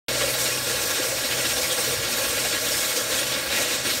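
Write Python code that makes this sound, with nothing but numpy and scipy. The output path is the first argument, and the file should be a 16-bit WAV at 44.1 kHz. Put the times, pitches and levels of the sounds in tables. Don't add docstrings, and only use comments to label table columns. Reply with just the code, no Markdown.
import sys
import numpy as np
from scipy import signal
from scipy.fft import rfft, irfft, next_fast_len
from scipy.io import wavfile
from scipy.ndimage import map_coordinates

SR = 44100
rng = np.random.default_rng(int(sys.argv[2]) if len(sys.argv) > 2 else 0)


def generate_wav(sig):
    pcm = np.round(np.clip(np.atleast_2d(sig).T, -1, 1) * 32767).astype(np.int16)
    wavfile.write(sys.argv[1], SR, pcm)


N = 176400


def amp(db):
    return 10 ** (np.asarray(db) / 20)


def unit(x):
    return x / np.sqrt(np.mean(x ** 2) + 1e-20)


def along(points, hz):
    point_hz, values = np.transpose(points)
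    return np.interp(np.log(hz + 1), np.log(point_hz + 1), values)


def curves(rows):
    seconds, *columns = np.transpose(rows)
    return [np.interp(np.arange(N) / SR, seconds, column) for column in columns]


def wobble(rate):
    return map_coordinates(rng.standard_normal(N // 20), [np.arange(N) * rate / SR], mode="wrap")


def filtered(x, response):
    size = next_fast_len(N + SR // 4)
    return irfft(rfft(x, size) * response(np.fft.rfftfreq(size, 1 / SR)), size)[..., :N]


def below(x, hz, steepness=10):
    return filtered(x, lambda f: 1 / (1 + (f / hz) ** steepness))


def coloured(x, spectrum):
    return unit(filtered(x, lambda hz: amp(along(spectrum, hz))))


def resonance(f, hz, width_hz):
    return 1j * f * width_hz / (hz * hz - f * f + 1j * f * width_hz)


def jet(sputter_db, level_db=-25.5, drops_db=-12, treble_from_hz=5140, top_from_hz=9300):
    # frequency in Hz, relative level of the hiss in dB.
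    colour = [(60, -28), (150, -3), (220, -6.5), (330, -2), (480, 1), (760, -8), (1000, -4.5), (1250, -4),
              (1620, 1), (1950, -2.5), (2300, -1), (3100, -3), (3850, -1), (4250, -2.5), (4900, -4.5),
              (5400, -2.5), (6200, -4.5), (7100, -3), (7700, -6), (8300, -3.5), (9600, -7.5),
              (10500, -12.5), (11400, -8.5), (13100, -8.2), (15700, -13)]
    # pitch in Hz, width in Hz, boost in dB.
    hiss_peaks = [(3970, 150, 1), (4540, 220, 4), (5210, 93, 3.5), (5440, 100, 3), (5760, 130, 4.5),
                  (6600, 350, 0.4), (8400, 370, 3), (9760, 650, 2.5)]
    # time in seconds, level in dB (only its rise and fall count).
    body_level = [(0.1, -25), (0.19, -26.5), (0.22, -24), (0.37, -27.5), (0.46, -26), (0.64, -28.5),
                  (0.7, -24.5), (0.73, -26.5), (0.94, -27), (1.0, -26), (1.03, -26.5), (1.42, -26),
                  (1.45, -24.5), (1.54, -27), (1.57, -25), (1.69, -27.5), (1.78, -25.5), (1.93, -27),
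                  (2.23, -25.5), (2.5, -27), (2.53, -24.5), (2.62, -29), (2.68, -24.5), (2.71, -26.5),
                  (2.95, -26.0), (2.98, -24), (3.04, -27.8), (3.1, -28), (3.13, -24), (3.25, -28),
                  (3.34, -24.5), (3.44, -28), (3.5, -26.5), (3.515, -24.5), (3.59, -23.5), (3.67, -27),
                  (3.745, -24.5), (3.77, -27.5), (3.84, -30.5), (3.855, -24), (3.91, -24), (4.0, -29.5)]
    treble_level = [(0.1, -30.5), (0.16, -25.5), (0.4, -26.0), (0.43, -22.5), (0.64, -29.5), (0.7, -24),
                    (0.79, -28.5), (0.82, -26), (1.27, -27), (1.6, -24), (1.69, -27), (1.84, -24.5),
                    (2.08, -30), (2.11, -27.5), (2.2, -28.5), (2.23, -25), (2.47, -26), (2.5, -24),
                    (2.56, -28.5), (2.71, -25.2), (2.98, -25.5), (3.07, -28.5), (3.19, -23.3),
                    (3.22, -27.1), (3.34, -28), (3.37, -32), (3.41, -28.5), (3.445, -36.5), (3.5, -33),
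                    (3.515, -29.5), (3.57, -24.5), (3.63, -24), (3.675, -28), (3.735, -24.5), (3.78, -28),
                    (3.84, -30.5), (3.855, -26), (3.92, -27.5), (4.0, -30)]
    top_level = [(0.1, -34.4), (0.16, -36.2), (0.34, -29.5), (0.37, -35.3), (0.4, -29), (0.55, -34),
                 (0.94, -30.5), (1.0, -36), (1.06, -29.5), (1.21, -33), (1.9, -30.5), (2.05, -34.5),
                 (2.2, -29.5), (2.53, -33.5), (2.8, -29.5), (2.98, -30.5), (3.07, -35.5), (3.16, -30.5),
                 (3.36, -36), (3.5, -34.5), (3.555, -30.7), (3.63, -31.3), (3.675, -36), (3.735, -30),
                 (3.78, -39), (3.835, -39), (3.865, -31), (3.92, -31.5), (4.0, -33)]

    def peak_boost(f):
        return amp(sum(db * abs(resonance(f, hz, width)) ** 2 for hz, width, db in hiss_peaks))

    spray = rng.standard_normal(N) + amp(drops_db) * droplets()
    hiss = shifting_gap(coloured(spray, colour))
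    hiss = unit(filtered(hiss, peak_boost))
    flutter_db = 0.5 * wobble(rate=55)
    high_shake_db = 0.16 * sputter_db + 0.64 * wobble(rate=64)
    body_shake_db = sputter_db + 0.58 * wobble(rate=60)
    body, under_top = below(hiss, treble_from_hz), below(hiss, top_from_hz)
    bands = [(body, body_level, body_shake_db),
             (under_top - body, treble_level, high_shake_db),
             (hiss - under_top, top_level, high_shake_db)]
    out = 0
    for band, level, shake_db in bands:
        swell_db, = curves(level)
        out += band * amp(swell_db - swell_db.mean() + flutter_db + shake_db)
    return amp(level_db) * out


def droplets(per_second=1500, spread_db=3):
    size = amp(spread_db * np.minimum(rng.exponential(size=N), 3))
    snaps = rng.random(N) < per_second / SR
    return unit(snaps * size * rng.choice([-1, 1], N))


def shifting_gap(hiss, depth_db=1.23, full_from_hz=2500):
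    hz, _, slices = signal.stft(hiss, SR, nperseg=512)
    blur = np.outer(np.hanning(12), np.hanning(12))
    patches = unit(signal.fftconvolve(rng.standard_normal(slices.shape), blur, "same"))
    change_db = depth_db * np.minimum(hz / full_from_hz, 1)[:, None] * patches
    _, patchy_hiss = signal.istft(slices * amp(change_db), nperseg=512)
    return unit(patchy_hiss[:N])


def sputter(rate_hz=15, beat_at_s=1.449, scatter_cycles=0.07):
    # time in seconds, depth of the swing in dB (a minus flips the swing).
    depth = [(0, -2), (1.1, 1.2), (1.35, 2.3), (1.7, 0.9), (2, 0.8), (2.9, 0.2), (3.2, -0.2), (4, 0.4)]
    depth_db, = curves(depth)
    cycles = rate_hz * (np.arange(N) / SR - beat_at_s) + scatter_cycles * wobble(rate=6.2)
    return depth_db * np.cos(2 * np.pi * cycles)


def gurgle(sputter_db, sputter_scale=1.1, lumpy_db=2.5):
    # pitch in Hz, width in Hz, relative level in dB.
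    rings = [(465, 53, -0.5), (533, 82, -3.5), (651, 66, -3)]
    # time in seconds, level of the gurgle in dB.
    level = [(.08, -35), (.24, -34), (.33, -35.5), (.52, -38), (.62, -42), (.7, -37.5), (1.12, -35),
             (1.25, -37.5), (1.6, -36), (2.05, -38.5), (2.6, -38.5), (3, -38.5), (3.18, -36), (3.45, -44),
             (3.6, -34), (3.8, -40.5), (3.9, -43), (4, -43)]

    def hollow(f):
        return sum((-1) ** k * amp(db) * resonance(f, hz, width)
                   for k, (hz, width, db) in enumerate(rings))

    slugs = rng.standard_normal(N) * amp(sputter_scale * sputter_db + lumpy_db * wobble(rate=90))
    return amp(curves(level)[0]) * unit(filtered(slugs, hollow))


def ground_echo(leak, long_path_s=0.003615, short_path_s=0.00333):
    # frequency in Hz, share of the sound that bounces back.
    bounce = [(100, 0.61), (900, 0.46), (3200, 0.48), (6000, 0.26), (8000, 0.3), (10000, 0.11),
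              (15000, .04)]
    # time in seconds, strength of the short path as a share of the long one.
    short_share = [(0, 0.067), (1.5, 0.067), (4, 0.21)]

    def echo(delay_s):
        return filtered(leak, lambda hz: along(bounce, hz) * np.exp(-2j * np.pi * hz * delay_s))

    return echo(long_path_s) + curves(short_share)[0] * echo(short_path_s)


def engine(waver_hz=0.46, waver_db=3.0):
    # time in seconds, firing rate in Hz, base level in dB.
    running = [(0, 63.8, -40.5), (.8, 62.8, -46), (1.15, 63, -55), (1.6, 65.5, -50), (2.2, 66, -53),
               (2.8, 65.5, -54), (3.4, 66, -49.5), (4, 65.5, -53)]
    tones_db = [-8.5, -0.5]
    # frequency in Hz, relative level in dB.
    rumble_colour = [(20, -26), (35, -21), (50, -4), (62, 3), (74, -2.5), (95, 1.5), (112, 4.5), (135, 2.5),
                     (160, -15), (250, -34), (600, -60)]
    # time in seconds, level in dB.
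    rumble_level = [(0, -49), (1.3, -47), (1.52, -45), (1.78, -49), (1.93, -40), (2.13, -47), (2.38, -45.5),
                    (2.6, -46.5), (3, -49), (3.35, -46.5), (4, -49)]
    firing_hz, base_db = curves(running)
    phase = 2 * np.pi * np.cumsum(firing_hz + waver_hz * wobble(rate=9.63)) / SR
    drone = 0
    for multiple, db in enumerate(tones_db, start=1):
        tone = np.sqrt(2) * np.sin(multiple * phase)
        drone += amp(base_db + db + waver_db * wobble(rate=8.34)) * tone
    rumble = coloured(rng.standard_normal(N), rumble_colour)
    return drone + amp(curves(rumble_level)[0]) * rumble


def glugs(gain_db=-9.5, rise_s=0.011, wander_hz=59.8):
    # start in seconds, peak level in dB before gain_db is added, pitch in Hz.
    big_slugs = [(0.16, -20.5, 571), (0.232, -15.5, 535), (0.412, -24, 466), (0.55, -22, 499),
                 (0.664, -22.5, 540), (0.842, -19, 501), (0.986, -17, 463.5), (1.131, -25, 526),
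                 (1.56, -26, 522), (1.707, -19, 522), (1.773, -21.5, 508), (1.87, -18, 493),
                 (2.052, -23, 480), (2.211, -19, 565), (2.315, -22, 525), (2.445, -16.5, 640),
                 (2.706, -17.5, 530), (2.966, -18.5, 531), (3.174, -23, 552), (3.365, -21, 507),
                 (3.593, -19.5, 653), (3.873, -26, 504)]
    t, out = np.arange(N) / SR, 0
    for start_s, db, hz in big_slugs:
        age = np.maximum(t - start_s, 0) / rise_s
        swell = (age * np.exp(1 - age)) ** 2
        phase = 2 * np.pi * np.cumsum(hz + wander_hz * wobble(rate=200)) / SR
        out += amp(db + gain_db) * swell * np.sin(phase)
    return out


def spits():
    # middle in seconds, fade time to either side in seconds, pitch in Hz,
    # rough width in Hz, level at the middle in dB.
    squirts = [(0.312, 0.03, 9800, 2000, -32), (1.318, 0.017, 3240, 400, -34), (1.627, .05, 4870, 800, -31),
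               (1.718, 0.035, 3250, 300, -30.5), (1.812, 0.04, 9400, 700, -37),
               (3.341, 0.033, 3650, 400, -33), (3.554, 0.06, 2380, 400, -31),
               (3.656, 0.11, 2670, 400, -33.5), (3.92, 0.056, 3950, 450, -30)]
    t, out = np.arange(N) / SR, 0
    for middle_s, fade_s, hz, width_hz, db in squirts:
        ring = unit(filtered(rng.standard_normal(N), lambda f: resonance(f, hz, 2 * width_hz) ** 2))
        swell = np.exp(-2 * ((t - middle_s) / fade_s) ** 2)
        out += amp(db) * swell * ring
    return out


def scene():
    sputter_db = sputter()
    leak = jet(sputter_db) + spits() + gurgle(sputter_db) + glugs()
    mix = leak + ground_echo(leak) + engine()
    return np.array([mix, mix])


def record(dry):
    start_s, fade_in_s, top_hz = 0.083, 0.001, 15750
    fade_in = np.clip((np.arange(N) / SR - start_s) / fade_in_s, 0, 1)
    return filtered(dry * fade_in, lambda hz: np.clip((top_hz - hz) / 100 + 0.5, 0, 1))


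dry = scene()
out = record(dry)
generate_wav(out)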